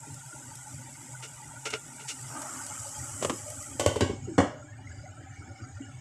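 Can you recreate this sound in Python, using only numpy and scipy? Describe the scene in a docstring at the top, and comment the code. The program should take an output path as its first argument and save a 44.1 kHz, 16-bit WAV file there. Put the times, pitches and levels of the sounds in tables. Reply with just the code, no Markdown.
"""A bright sizzle over a low fan drone: vegetables fry in sauce on an electric hob in a small kitchen.
Water flashes to steam, bubbles burst and oil spits; a wooden spatula stirs, taps the pan and is laid
aside. A hand rubs near the microphone as it moves to the hob's edge. A glass lid is picked up, clanks
onto the rim and shuts the sizzle in; a dull thud rings the worktop and the sauce simmers on."""
import sys
import numpy as np
from scipy import signal
from scipy.fft import rfft, irfft, next_fast_len
from scipy.io import wavfile
from scipy.ndimage import uniform_filter1d, map_coordinates

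SR = 44100
rng = np.random.default_rng(int(sys.argv[2]) if len(sys.argv) > 2 else 0)


def to_wav(s):
    """Save 16-bit WAV."""
    ch = np.atleast_2d(s).T  # columns
    pcm = np.round(np.clip(ch, -1, 1) * 32767)  # PCM
    wavfile.write(sys.argv[1], SR, pcm.astype(np.int16))


N = 264819
T = np.arange(N) / SR

# how hard the open pan fries: time_s, level_db
VIGOUR = [(0.0, -50), (0.29, -48), (1.64, -49), (2.08, -46.5), (2.53, -41.5), (3.13, -41), (3.67, -44),
          (3.77, -46)]


def from_db(db):
    """Decibels to gain."""
    return 10 ** (np.asarray(db) / 20)


def rms_one(x):
    """Scale to rms 1."""
    return x / np.sqrt(np.mean(x ** 2) + 1e-20)


def steady(x, size):
    """Even out the level of a noise over a window of size samples; rms about 1."""
    return x / np.sqrt(uniform_filter1d(x ** 2, size=size) + 1e-12)


def in_time(rows):
    """Read a breakpoint curve at every sample."""
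    return np.interp(T, *np.transpose(rows))


def at_hz(points, hz):
    """Read a table on a log-frequency axis."""
    table_hz, value = np.transpose(points)
    return np.interp(np.log(hz + 1), np.log(table_hz), value)


def add(out, start_s, x):
    """Mix x into out from start_s on."""
    at = int(start_s * SR)
    out[at:at + len(x)] += x[:N - at]


def colour(x, spectrum):
    """Minimum-phase EQ of unit power gain, falling steeply beyond the table's ends."""
    size = 2 * next_fast_len(N // 2 + SR // 4)
    hz = np.arange(size // 2 + 1) * SR / size
    octaves_outside = np.abs(np.log2((hz + 1) / np.clip(hz + 1, spectrum[0][0], spectrum[-1][0])))
    gain = rms_one(from_db(at_hz(spectrum, hz) - 30 * np.minimum(octaves_outside, 2)))
    cepstrum = irfft(np.log(gain))
    cepstrum[1:size // 2] *= 2  # folding the cepstrum makes the filter causal
    cepstrum[size // 2 + 1:] = 0
    return irfft(rfft(x, size) * np.exp(rfft(cepstrum)))[:N]


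def low_pass(x, hz):
    """Gentle one-pole low-pass."""
    return signal.lfilter(*signal.butter(1, hz, fs=SR), x)


def even_spectrum(x):
    """Smooth out the chance peaks and holes in the spectrum of a short burst."""
    spectrum = rfft(x)
    power = np.abs(uniform_filter1d(np.abs(spectrum) ** 2, size=24))
    return irfft(spectrum / np.sqrt(power + 1e-12), len(x))


def ring(clicks, hz, t60):
    """A resonator: a unit click sets a sine of height 1 ringing."""
    radius, angle = from_db(-60 / (t60 * SR)), 2 * np.pi * hz / SR
    return signal.lfilter([0, np.sin(angle)], [1, -2 * radius * np.cos(angle), radius ** 2], clicks + 1e-18)


def grains(per_s, spread_db):
    """Random clicks whose levels scatter by spread_db; rms 1."""
    sizes = from_db(spread_db * np.minimum(rng.exponential(1, N), 6))
    return rms_one((rng.random(N) < per_s / SR) * sizes * rng.choice([-1, 1], N))


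def flicker(x, depth_db, patch_s, patch_hz, rise_hz_per_s=0):
    """Patches of the spectrum swell and fade at random and may glide upwards; rms 1."""
    hz, s, cells = signal.stft(x, SR, nperseg=1024)
    field = rng.standard_normal(size=(600, 300))
    hz, s = np.meshgrid(hz, s, indexing="ij")
    position = [(hz - rise_hz_per_s * s) / patch_hz, s / patch_s]
    swell = map_coordinates(field, position, order=2, mode="wrap")
    cells = cells * from_db(depth_db * np.tanh(swell - .5))
    return rms_one(signal.istft(cells, SR)[1][:N])


def strokes(rows, attack_s, release_s):
    """Pressure envelope of a series of strokes: each swells to its peak and dies away."""
    pressure = np.zeros(N)
    for peak_s, db in rows:
        before, after = np.minimum(T - peak_s, 0), np.maximum(T - peak_s, 0)
        pressure += from_db(db) * np.exp(-(before / attack_s) ** 2 - after / release_s)
    return pressure


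def nearness(start_s=2.33, end_s=2.87):
    """How far the microphone has moved to the hob's edge, 0-1."""
    return np.clip((T - start_s) / (end_s - start_s), 0, 1)


def kitchen(x, wet_db):
    """Direct sound plus a small room's diffuse tail, each band dying at its own rate."""
    # reverb time: freq_hz, t60_s
    room_decay = [(100, 0.23), (500, 0.32), (2000, 0.37), (6000, 0.4), (14000, 0.26)]
    t, tail = T[:SR * 2 // 3], 0
    edges_hz = np.geomspace(50, 16000, 9)
    for low, high in zip(edges_hz, edges_hz[1:]):
        band_pass = signal.butter(2, [low, high], "band", fs=SR, output="sos")
        band = signal.sosfilt(band_pass, rng.standard_normal(len(t)))
        tail = tail + band * from_db(-60 * t / at_hz(room_decay, np.sqrt(low * high)))
    tail = tail * (1 - np.exp(-t / 0.0024))  # reflections build up
    return x + from_db(wet_db) * signal.fftconvolve(x, tail / np.linalg.norm(tail))[:N]


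def sizzle():
    """Water flashes to steam in thousands of tiny bursts; larger drops ring in the pan's hollow."""
    # bright steam hiss: freq_hz, gain_db
    steam_eq = [(2940, -51), (5000, -19), (6290, -3), (7380, 3), (7860, 4.5), (8840, -3.5), (11900, -16),
                (14100, -27), (16000, -63)]
    # resonances of the pan's hollow: pitch_hz, level_db, t60_s
    hollow_modes = [(2580, -2, 0.022), (2927, 5.5, 0.056), (3240, -12, 0.035), (3700, -8.5, 0.015),
                    (4680, 7, 0.027), (5110, 9.5, 0.012), (5700, 11.5, 0.012), (5900, 4, 0.024),
                    (6300, 6, 0.023)]
    bursts = colour(grains(per_s=20000, spread_db=3.5), steam_eq)
    bursts = signal.sosfilt(signal.butter(2, 5200, "high", fs=SR, output="sos"), bursts)
    hiss = flicker(bursts, depth_db=3.5, patch_s=.035, patch_hz=136)
    crackle = sum(from_db(db) * rms_one(ring(grains(per_s=5100, spread_db=4), hz, t60))
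                  for hz, db, t60 in hollow_modes)
    crackle = flicker(crackle, depth_db=9, patch_s=.028, patch_hz=150)
    return from_db(in_time(VIGOUR)) * (from_db(-0.5) * hiss + from_db(-12.5) * crackle)


def bubble(hz, swell_s, rise_per_s=0.58):
    """A tone that swells, rings and dies, climbing in pitch like a bubble nearing the surface."""
    t = T[:int(7 * swell_s * SR)]
    envelope = t / swell_s * np.exp(1 - t / swell_s)
    return envelope * np.sin(2 * np.pi * hz * (t + rise_per_s * t ** 2 / 2))


def bubbling(count, low_hz, high_hz, swell_s, spread_db):
    """Bubbles at random moments and pitches, many quiet and a few loud; rms 1."""
    out = np.zeros(N)
    for when, pitch, size, life in rng.random((count, 4)):
        pop = bubble(low_hz + (high_hz - low_hz) * pitch, swell_s * (.5 + life))
        add(out, when * T[-1], from_db(spread_db * size ** 2) * pop)
    return rms_one(out)


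def boiling_sauce():
    """In the open pan the sauce boils in a dense wet crackle that follows the frying."""
    # the boil from above the pan: freq_hz, gain_db
    above_eq = [(280, -70), (480, -18.5), (616, -7.5), (707, -24.5), (800, -6), (900, 1), (968, -6.5),
                (1080, -29.5), (1200, -8.5), (1280, -17.5), (1390, -2.5), (1510, -6), (1680, -21),
                (1900, -11.5), (2180, -14), (2600, -21), (3300, -20), (4290, -27), (7260, -120)]
    # the boil from the hob's edge: freq_hz, gain_db
    edge_eq = [(280, -33), (470, -19), (595, 2), (690, -21), (860, 3), (1040, -27), (1210, -1.5),
               (1420, -4), (1720, -17), (1920, -6), (2100, -14), (2270, -10), (2750, -24), (3200, -13),
               (3600, -26), (4290, -27), (7260, -120)]
    bubbles = bubbling(count=6000, low_hz=503.4, high_hz=4260, swell_s=0.004, spread_db=8.5)
    ticks = from_db(3) * grains(per_s=2000, spread_db=1)
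    boil = flicker(bubbles + ticks, depth_db=6.5, patch_s=.032, patch_hz=130)
    above = np.sqrt(1 - nearness()) * rms_one(colour(boil, above_eq))
    edge = np.sqrt(nearness()) * rms_one(colour(boil, edge_eq))
    vigour_db = in_time(VIGOUR)
    level_db = -52 + 0.33 * (vigour_db - vigour_db.mean())  # a third of the sizzle's swing
    return from_db(level_db) * (above + edge)


def fan():
    """Moving air drones in low, wavering resonances, deeper at the hob's edge."""
    # the drone from above the pan: freq_hz, gain_db
    above_eq = [(18, -76), (30, -20), (77, -10), (97, -11), (129, 8), (192, -18.5), (266, -7.5), (376, -22),
                (432, -27), (480, -37), (620, -55), (1060, -120)]
    # the drone from the hob's edge: freq_hz, gain_db
    edge_eq = [(30, -5), (43, -24), (62, -15), (83, -4), (107, 2.5), (128, 0.5), (161, -17), (199, -25.5),
               (269, -11.5), (368, -29.5), (480, -35), (620, -87)]
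    air = flicker(rng.standard_normal(N), depth_db=8, patch_s=.05, patch_hz=82)
    above = from_db(-51.5) * steady(colour(air, above_eq), size=SR // 10)
    edge = from_db(-47) * steady(colour(air, edge_eq), size=SR // 8)
    near = nearness()
    return (1 - near) * above + near * edge


def room_tone():
    """The faint, steady hiss of the kitchen."""
    # tone of the hiss: freq_hz, gain_db
    hiss_eq = [(240, 2), (400, -16), (507, -25), (770, 20), (977, 1.5), (1440, 5), (2500, -21), (3600, -10),
               (5500, -16), (7170, -17), (14000, -20)]
    return from_db(-66.5) * colour(rng.standard_normal(N), hiss_eq)


def blips_and_hoot(roughness=0.48):
    """Large bubbles burble in the sauce; a soft hollow hoot comes as the lid is carried over the pan."""
    # bubble blips and, at 3.455 s, the lid's hoot: start_s, level_db, pitch_hz, swell_s
    soft_tones = [(0.064, -45.5, 297, 0.0089), (0.328, -49.5, 317, .009), (3.455, -45, 591, 0.031),
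                  (4.622, -54, 1360, 0.0063), (4.676, -56, 1650, 0.014), (4.868, -45, 2070, 0.0058),
                  (4.901, -48, 1622, 0.0074), (5.04, -50, 2030, .008), (5.196, -42.5, 256, 0.013),
                  (5.298, -52, 1785, 0.016), (5.355, -49, 2214, 0.011), (5.468, -52, 1690, 0.006),
                  (5.48, -43.5, 290, 0.0099), (5.594, -43, 273, 0.013), (5.625, -45, 1285, 0.0087),
                  (5.801, -39.5, 273, .013), (5.82, -52, 2840, 0.0085)]
    out = np.zeros(N)
    for start_s, db, hz, swell_s in soft_tones:
        add(out, start_s, from_db(db) * bubble(hz, swell_s))
    slow_noise = low_pass(low_pass(rng.standard_normal(N), hz=59), hz=59)
    flutter = np.sqrt(1 - roughness) + np.sqrt(roughness) * steady(slow_noise, size=SR // 25)
    return kitchen(out * flutter, wet_db=-7.5)


def stirring():
    """Pieces of food tumble softly against the pan at each shove of the spatula."""
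    # shoves across the pan: peak_s, level_db
    shoves = [(0.115, -42), (0.48, -50), (0.745, -39.5), (1.13, -45), (1.31, -54), (1.485, -44)]
    # soft, low push on the pan: freq_hz, gain_db
    shove_eq = [(70, -12), (135, 12), (190, -22), (270, -8.5), (380, -32), (600, -38)]
    tumble = steady(colour(grains(per_s=820, spread_db=2), shove_eq), size=SR // 30)
    return strokes(shoves, attack_s=0.024, release_s=0.067) * tumble


def spits(decay_s=0.0051):
    """Single drops burst in the hot oil with a brief fizz."""
    # bursting drops: start_s, level_db
    drops = [(0.14, -29.5), (0.552, -27.5), (0.7233, -34), (1.356, -36), (2.2092, -30), (2.4157, -22),
             (2.662, -22), (2.814, -41), (3.4997, -24.5), (3.6227, -27)]
    # sharp fizz: freq_hz, gain_db
    fizz_eq = [(1200, -26), (3000, -23), (8000, -3), (12000, -15), (15000, -39)]
    fizz, t = np.zeros(N), T[:SR // 25]
    for start_s, db in drops:
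        burst = rng.standard_normal(len(t)) * np.exp(-t / decay_s)
        add(fizz, start_s + 0.0025, from_db(db - 12.5) * burst)
    return kitchen(colour(fizz, fizz_eq), wet_db=-11.5)


def contacts(hits, scrape, slide_s=0.063):
    """Force of each hit: a click plus a burst of micro-slips that grows with the contact time."""
    out, t = np.zeros(N), T[:SR // 6]
    for start_s, db, bass_db, treble_db, contact_s, *_ in hits:
        envelope = np.exp(-t / contact_s) * (t / contact_s) ** (contact_s / 0.011)
        slips = even_spectrum(rng.standard_normal(len(t)) * envelope)
        slips *= np.exp(-(t / slide_s) ** 4)  # the slide comes to rest
        force = scrape * contact_s / 0.0025 * slips / np.linalg.norm(slips)
        force[0] += 1  # the click
        force /= np.linalg.norm(force)
        force += (from_db(bass_db) - 1) * low_pass(force, hz=250)  # weight
        force += (from_db(treble_db) - 1) * (force - low_pass(force, hz=4600))  # hardness
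        add(out, start_s, from_db(db) * force)
    return out


def spatula_taps():
    """Wood knocks on the pan: a dense, quickly damped body and a few lasting modes."""
    # taps on pan and tray: start_s, level_db, bass_db, treble_db, contact_s
    taps = [(1.222, -38, 4, 2.5, 0.012), (1.653, -27, 5.5, -5, 0.0096), (1.703, -46, 12, 12.5, 0.0052),
            (1.722, -30, 11.5, -22, 0.013), (1.7375, -29, 12.5, -11, 0.002), (1.99, -41, 5, -17, 0.013),
            (2.078, -41.5, -28, 16, 0.014)]
    # woody body of a tap: freq_hz, gain_db
    body_eq = [(120, -28), (200, -24), (453, 4), (772, -24.5), (900, -10), (1060, -19), (1400, 4),
               (1750, -10), (2180, 0.5), (2450, -3), (2800, 3), (3200, -10.5), (3600, -9.5), (5100, -8.5),
               (5650, -6), (8210, -6.5), (14000, -38)]
    # ring of the pan: pitch_hz, level_db, t60_s
    pan_modes = [(407, 0, 0.1), (570, 7.5, 0.024), (1405, 5, 0.1), (2820, 7.5, 0.085), (3590, -1.5, 0.045),
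                 (5350, 3, 0.045)]
    force = contacts(taps, scrape=2.7)
    ringing = sum((-1) ** k * from_db(db) * ring(force, hz, t60)
                  for k, (hz, db, t60) in enumerate(pan_modes))
    return from_db(26.5) * colour(force, body_eq) + from_db(-11) * ringing


def waver(rumble, half_width_s=0.069):
    """The low rumble wavers, briefly louder here and there."""
    # louder moments: peak_s, boost_db
    lifts = [(2.26, 8), (3.06, 6), (4.22, 9), (4.83, 4.5), (4.98, 4), (5.43, 3.5), (5.699, 7.5),
             (5.99, 3.5)]
    return rumble * from_db(sum(db * np.exp(-((T - peak_s) / half_width_s) ** 2) for peak_s, db in lifts))


def hand_rub():
    """Skin slips in fine grains on the casing beside the microphone."""
    # strokes of the hand: peak_s, level_db
    rubs = [(2.44, -41), (2.72, -58), (3.08, -52)]
    # tone of the rubbed casing: freq_hz, gain_db
    casing_eq = [(120, -26), (200, -15), (269, -1), (400, -16), (490, -22), (571, -9), (666, -11),
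                 (908, -10), (1010, -16), (1250, -3), (1580, -12.5), (1780, -23), (1970, -24), (2800, -31),
                 (3640, -52), (6160, -120)]
    slips = colour(grains(per_s=3900, spread_db=-1), casing_eq)
    friction = flicker(slips, depth_db=7, patch_s=0.061, patch_hz=89.3)
    return strokes(rubs, attack_s=0.14, release_s=0.19) * friction


def clunks(hits, clunk_cycles=0.96, boom_hz=93.3, boom_cycles=0.81):
    """At each blow the struck thing flexes for a few cycles and its support gives with a low boom."""
    out, t = np.zeros(N), T[:SR // 6]
    for start_s, *_, clunk_db, clunk_hz, boom_db in hits:
        for db, hz, cycles in (clunk_db, clunk_hz, clunk_cycles), (boom_db, boom_hz, boom_cycles):
            age = t * hz / cycles  # 1 at the widest swing
            add(out, start_s, from_db(db) * age * np.exp(1 - age) * np.sin(2 * np.pi * hz * t))
    return out


def lid_pickup():
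    """The glass lid bumps on its stand, damped by the hand that lifts it."""
    # bumps: start_s, level_db, bass_db, treble_db, contact_s, clunk_db, clunk_hz, boom_db
    bumps = [(3.213, -38.5, -9, -7, 0.0053, -50, 500, -57), (3.2255, -25.5, -14, 8, 0.0067, -21, 597, -50),
             (3.2485, -21.5, -5.5, 4, 0.0038, -18, 580, -45),
             (3.2975, -19.5, -19, -1, 0.0046, -22, 297, -54)]
    # hand-damped glass: freq_hz, gain_db
    held_eq = [(59, -35), (100, 8), (168, -0.5), (254, -4), (293, 1.5), (568, -4), (933, -9.5), (1100, -4),
               (1300, -10.5), (1730, -15), (2570, -18.5), (2970, -13.5), (4400, -26), (7850, -16.5),
               (14000, -53)]
    body = from_db(22.5) * colour(contacts(bumps, scrape=0.82), held_eq)
    return kitchen(body + clunks(bumps), wet_db=-13)


def lid_wobbles(sag_per_s=3.5):
    """The rocking dome pumps the air under it: hollow thuds that sink in pitch as the gap closes."""
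    # rocks of the lid: start_s, level_db, pitch_hz, length_s
    rocks = [(3.253, -40, 540, 0.044), (3.31, -38, 407, 0.027), (3.737, -46, 327, 0.029),
             (3.801, -34.5, 616, 0.05), (3.873, -39.5, 558, 0.063), (3.958, -29, 496, 0.02),
             (4.016, -26.5, 413, 0.028), (4.094, -32, 398, 0.033), (4.272, -36.5, 380, 0.049)]
    # air under the dome: pitch_ratio, level_db
    air_modes = [(.6, -1), (.8, 2.5), (1, 5), (1.265, -6)]
    out, t = np.zeros(N), T[:SR // 4]
    slowing_time = (1 - np.exp(-sag_per_s * t)) / sag_per_s
    for start_s, db, hz, length_s in rocks:
        push = rng.standard_normal(len(t)) * np.exp(-(t / length_s) ** 2)
        hoot = sum((-1) ** k * from_db(mode_db) * ring(push, hz * ratio, t60=0.028)
                   for k, (ratio, mode_db) in enumerate(air_modes))
        hoot = np.interp(slowing_time, t, hoot)
        add(out, start_s, from_db(db) * hoot * np.sqrt(length_s * SR) / np.linalg.norm(hoot))
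    return kitchen(out, wet_db=-13)


def covered_sizzle():
    """A dull, muffled sizzle under the lid, with a fluttering, slightly rising shimmer."""
    # tone of the muffled sizzle: freq_hz, gain_db
    muffled_eq = [(1470, -44), (2500, -33), (2690, -21), (2900, -7), (3220, -37), (3480, -22), (4480, -21),
                  (4780, -5), (5050, -20), (5280, -4), (5500, -17), (6000, -13), (6380, -6), (6800, 3),
                  (7050, -12), (7300, 2.5), (7650, -12.5), (7900, -2), (8400, -8.5), (9200, -24),
                  (10500, -35), (11900, -34), (14000, -59)]
    # its envelope: time_s, level_db
    muffled_level = [(4.15, -56.5), (4.304, -55), (4.484, -63.5), (4.772, -62), (4.902, -59),
                     (5.406, -59.5), (6.0, -57.5)]
    bursts = colour(grains(per_s=4400, spread_db=1.5), muffled_eq)
    shimmer = flicker(bursts, depth_db=9, patch_s=.03, patch_hz=140, rise_hz_per_s=900)
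    fluttering = flicker(shimmer, depth_db=4, patch_s=.06, patch_hz=1800)
    return from_db(in_time(muffled_level) + 1) * fluttering


def covered_simmer(rise_db_per_s=2.2):
    """Under the lid the sauce simmers in sparser bubbles, slowly louder with the trapped heat."""
    # hollow tone of the shut pan: freq_hz, gain_db
    shut_eq = [(280, -73), (500, -16), (590, 5.5), (690, -8.5), (780, 9), (950, -12), (1060, -15.5),
               (1220, -11), (1420, 5), (1600, -7), (1750, -4.5), (1950, -8.5), (2280, -2.5), (2550, -20),
               (2920, -11.5), (3400, -19.5), (4290, -24), (7260, -120)]
    bubbles = bubbling(count=2600, low_hz=500, high_hz=4300, swell_s=0.0051, spread_db=5.5)
    ticks = from_db(-3) * grains(per_s=2200, spread_db=2)
    simmer = flicker(bubbles + ticks, depth_db=7.5, patch_s=.032, patch_hz=150, rise_hz_per_s=600)
    level_db = -56 + rise_db_per_s * (T - 5.5)
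    return from_db(level_db) * kitchen(rms_one(colour(simmer, shut_eq)), wet_db=-6)


def clang(hits, modes, ring_db, split_hz=21.8):
    """Each blow sets every mode ringing as three close partials that beat."""
    out, t = np.zeros(N), T[:SR // 2]
    for start_s, db, *_ in hits:
        for hz, mode_db, t60 in modes:
            decay = from_db(-60 * t / t60)
            cluster_hz = (hz + split_hz * (k + rng.random() - .5) for k in (-1, 0, 1))
            partials = decay * sum(np.sin(2 * np.pi * (f * t + rng.random())) for f in cluster_hz)
            partials *= np.linalg.norm(decay) / np.linalg.norm(partials)
            add(out, start_s, from_db(db + mode_db + ring_db) * partials)
    return out


def lid_clanks(flat_s=4.0):
    """The glass lid clanks onto the rim, ringing first tilted on one edge, then lying flat."""
    # knocks: start_s, level_db, bass_db, treble_db, contact_s, clunk_db, clunk_hz, boom_db
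    knocks = [(3.796, -22.5, -20, 3.5, 0.0052, -20, 594, -42),
              (3.862, -19, 5, 0.5, 0.0023, -13.5, 568, -28), (3.959, -30.5, 2, -1, 0.0055, -29.5, 940, -31),
              (4.008, -17.5, 1.5, -28, 0.0033, -33, 231, -26),
              (4.021, -31.5, 1, -20, 0.0041, -27, 343, -26),
              (4.095, -37.5, 12, -20, 0.0073, -25.5, 226, -32)]
    # body of lid on rim: freq_hz, gain_db
    body_eq = [(56, -15.5), (92, 2.5), (173, -16.5), (255, -1.5), (383, -15.5), (576, -6.5), (740, -12.5),
               (1080, -13.5), (1420, -31), (1700, -24.5), (2050, -20.5), (2480, -24), (3000, -17.5),
               (3880, -27), (7880, -19), (16000, -52.5)]
    # ring with one edge touching: pitch_hz, level_db, t60_s
    tilted_modes = [(560, 3.5, .33), (848, -2, 0.31), (1124, -3.5, 0.33), (1480, -2.5, 0.24),
                    (2005, -9, 0.43), (2360, -24, .22), (2810, -11, 0.35), (3080, -7, 0.64),
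                    (3640, -10, 0.21), (8000, -4, 0.12)]
    # ring on the whole rim: pitch_hz, level_db, t60_s
    seated_modes = [(785, -13, 0.75), (1090, -0.5, 0.25), (1530, -4.5, 0.23), (1628, -8, 0.35),
                    (1900, -12.5, .3), (2220, -12, 0.61), (2870, -7, 0.28), (3910, -8, 0.17),
                    (4870, -12, 0.26), (5593, -17, 0.26), (7400, -17, 0.76)]
    body = from_db(23.5) * colour(contacts(knocks, scrape=3.2), body_eq)
    tilted = clang([hit for hit in knocks if hit[0] < flat_s], tilted_modes, ring_db=-16.5)
    seated = clang([hit for hit in knocks if hit[0] >= flat_s], seated_modes, ring_db=-16)
    return kitchen(body, wet_db=-4.5) + kitchen(clunks(knocks), wet_db=-11) + tilted + seated


def worktop_thud():
    """Something heavy lands and rocks, setting the worktop ringing."""
    # blows: start_s, level_db, bass_db, treble_db, contact_s, clunk_db, clunk_hz, boom_db
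    blows = [(4.3795, -18.5, 6.5, 4.5, 0.0066, -21, 237, -22),
             (4.3875, -22.5, 4.5, -17, 0.0047, -16, 465, -50),
             (4.4015, -24.5, -6, 5, 0.0034, -29, 630, -30)]
    # dull body of the thud: freq_hz, gain_db
    body_eq = [(29, -46), (50, -16), (100, -3.5), (170, -6.5), (292, 2.5), (380, -5), (627, -2), (876, -7),
               (1090, -7.5), (2220, -16.5), (2450, -35), (2900, -18), (3250, -29), (3480, -23), (3850, -45),
               (4200, -30), (4500, -37), (5400, -31), (7870, -28), (10500, -49), (13300, -68),
               (15000, -100)]
    # ring of the worktop: pitch_hz, level_db, t60_s
    worktop_modes = [(450, 3, 0.41), (593, 2.5, 0.66), (760, -6, 0.46), (1075, 0, 0.26), (1320, -9, .4),
                     (1454, -13, 0.69), (1663, -12, 0.27), (2810, -23, 0.31), (3420, -9, 0.22),
                     (4347, -7, 0.17), (4930, -13, .22), (5330, -17, .23), (5650, -18, .3)]
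    body = from_db(26) * colour(contacts(blows, scrape=4), body_eq)
    ringing = clang(blows, worktop_modes, ring_db=-21.5)
    return kitchen(body, wet_db=-4) + kitchen(clunks(blows), wet_db=-11) + ringing


def scene():
    """Everything at one microphone; the closing lid crossfades the open pan into the covered one."""
    # how much of the pan the lid leaves open: time_s, open_share
    lid_gap = [(3.7, 1.0), (3.85, .7), (4.0, .45), (4.08, .15), (4.14, .03), (4.2, 0.0)]
    opening = in_time(lid_gap)
    open_pan = opening * (sizzle() + boiling_sauce())
    covered_pan = (1 - opening) * (covered_sizzle() + covered_simmer())
    pan = open_pan + covered_pan + blips_and_hoot() + spits()
    background = waver(fan()) + room_tone()
    handling = stirring() + spatula_taps() + hand_rub()
    lid = lid_pickup() + lid_wobbles() + lid_clanks()
    return (pan + background + handling + lid + worktop_thud())[None]


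def record(dry):
    """The small microphone loses the deep bass; the top is cut steeply."""
    low_cut = signal.butter(2, 55, "high", fs=SR, output="sos")
    high_cut = signal.ellip(10, .1, 80, 15800, fs=SR, output="sos")
    return signal.sosfilt(high_cut, signal.sosfilt(low_cut, dry))


dry = scene()
out = record(dry)
to_wav(out)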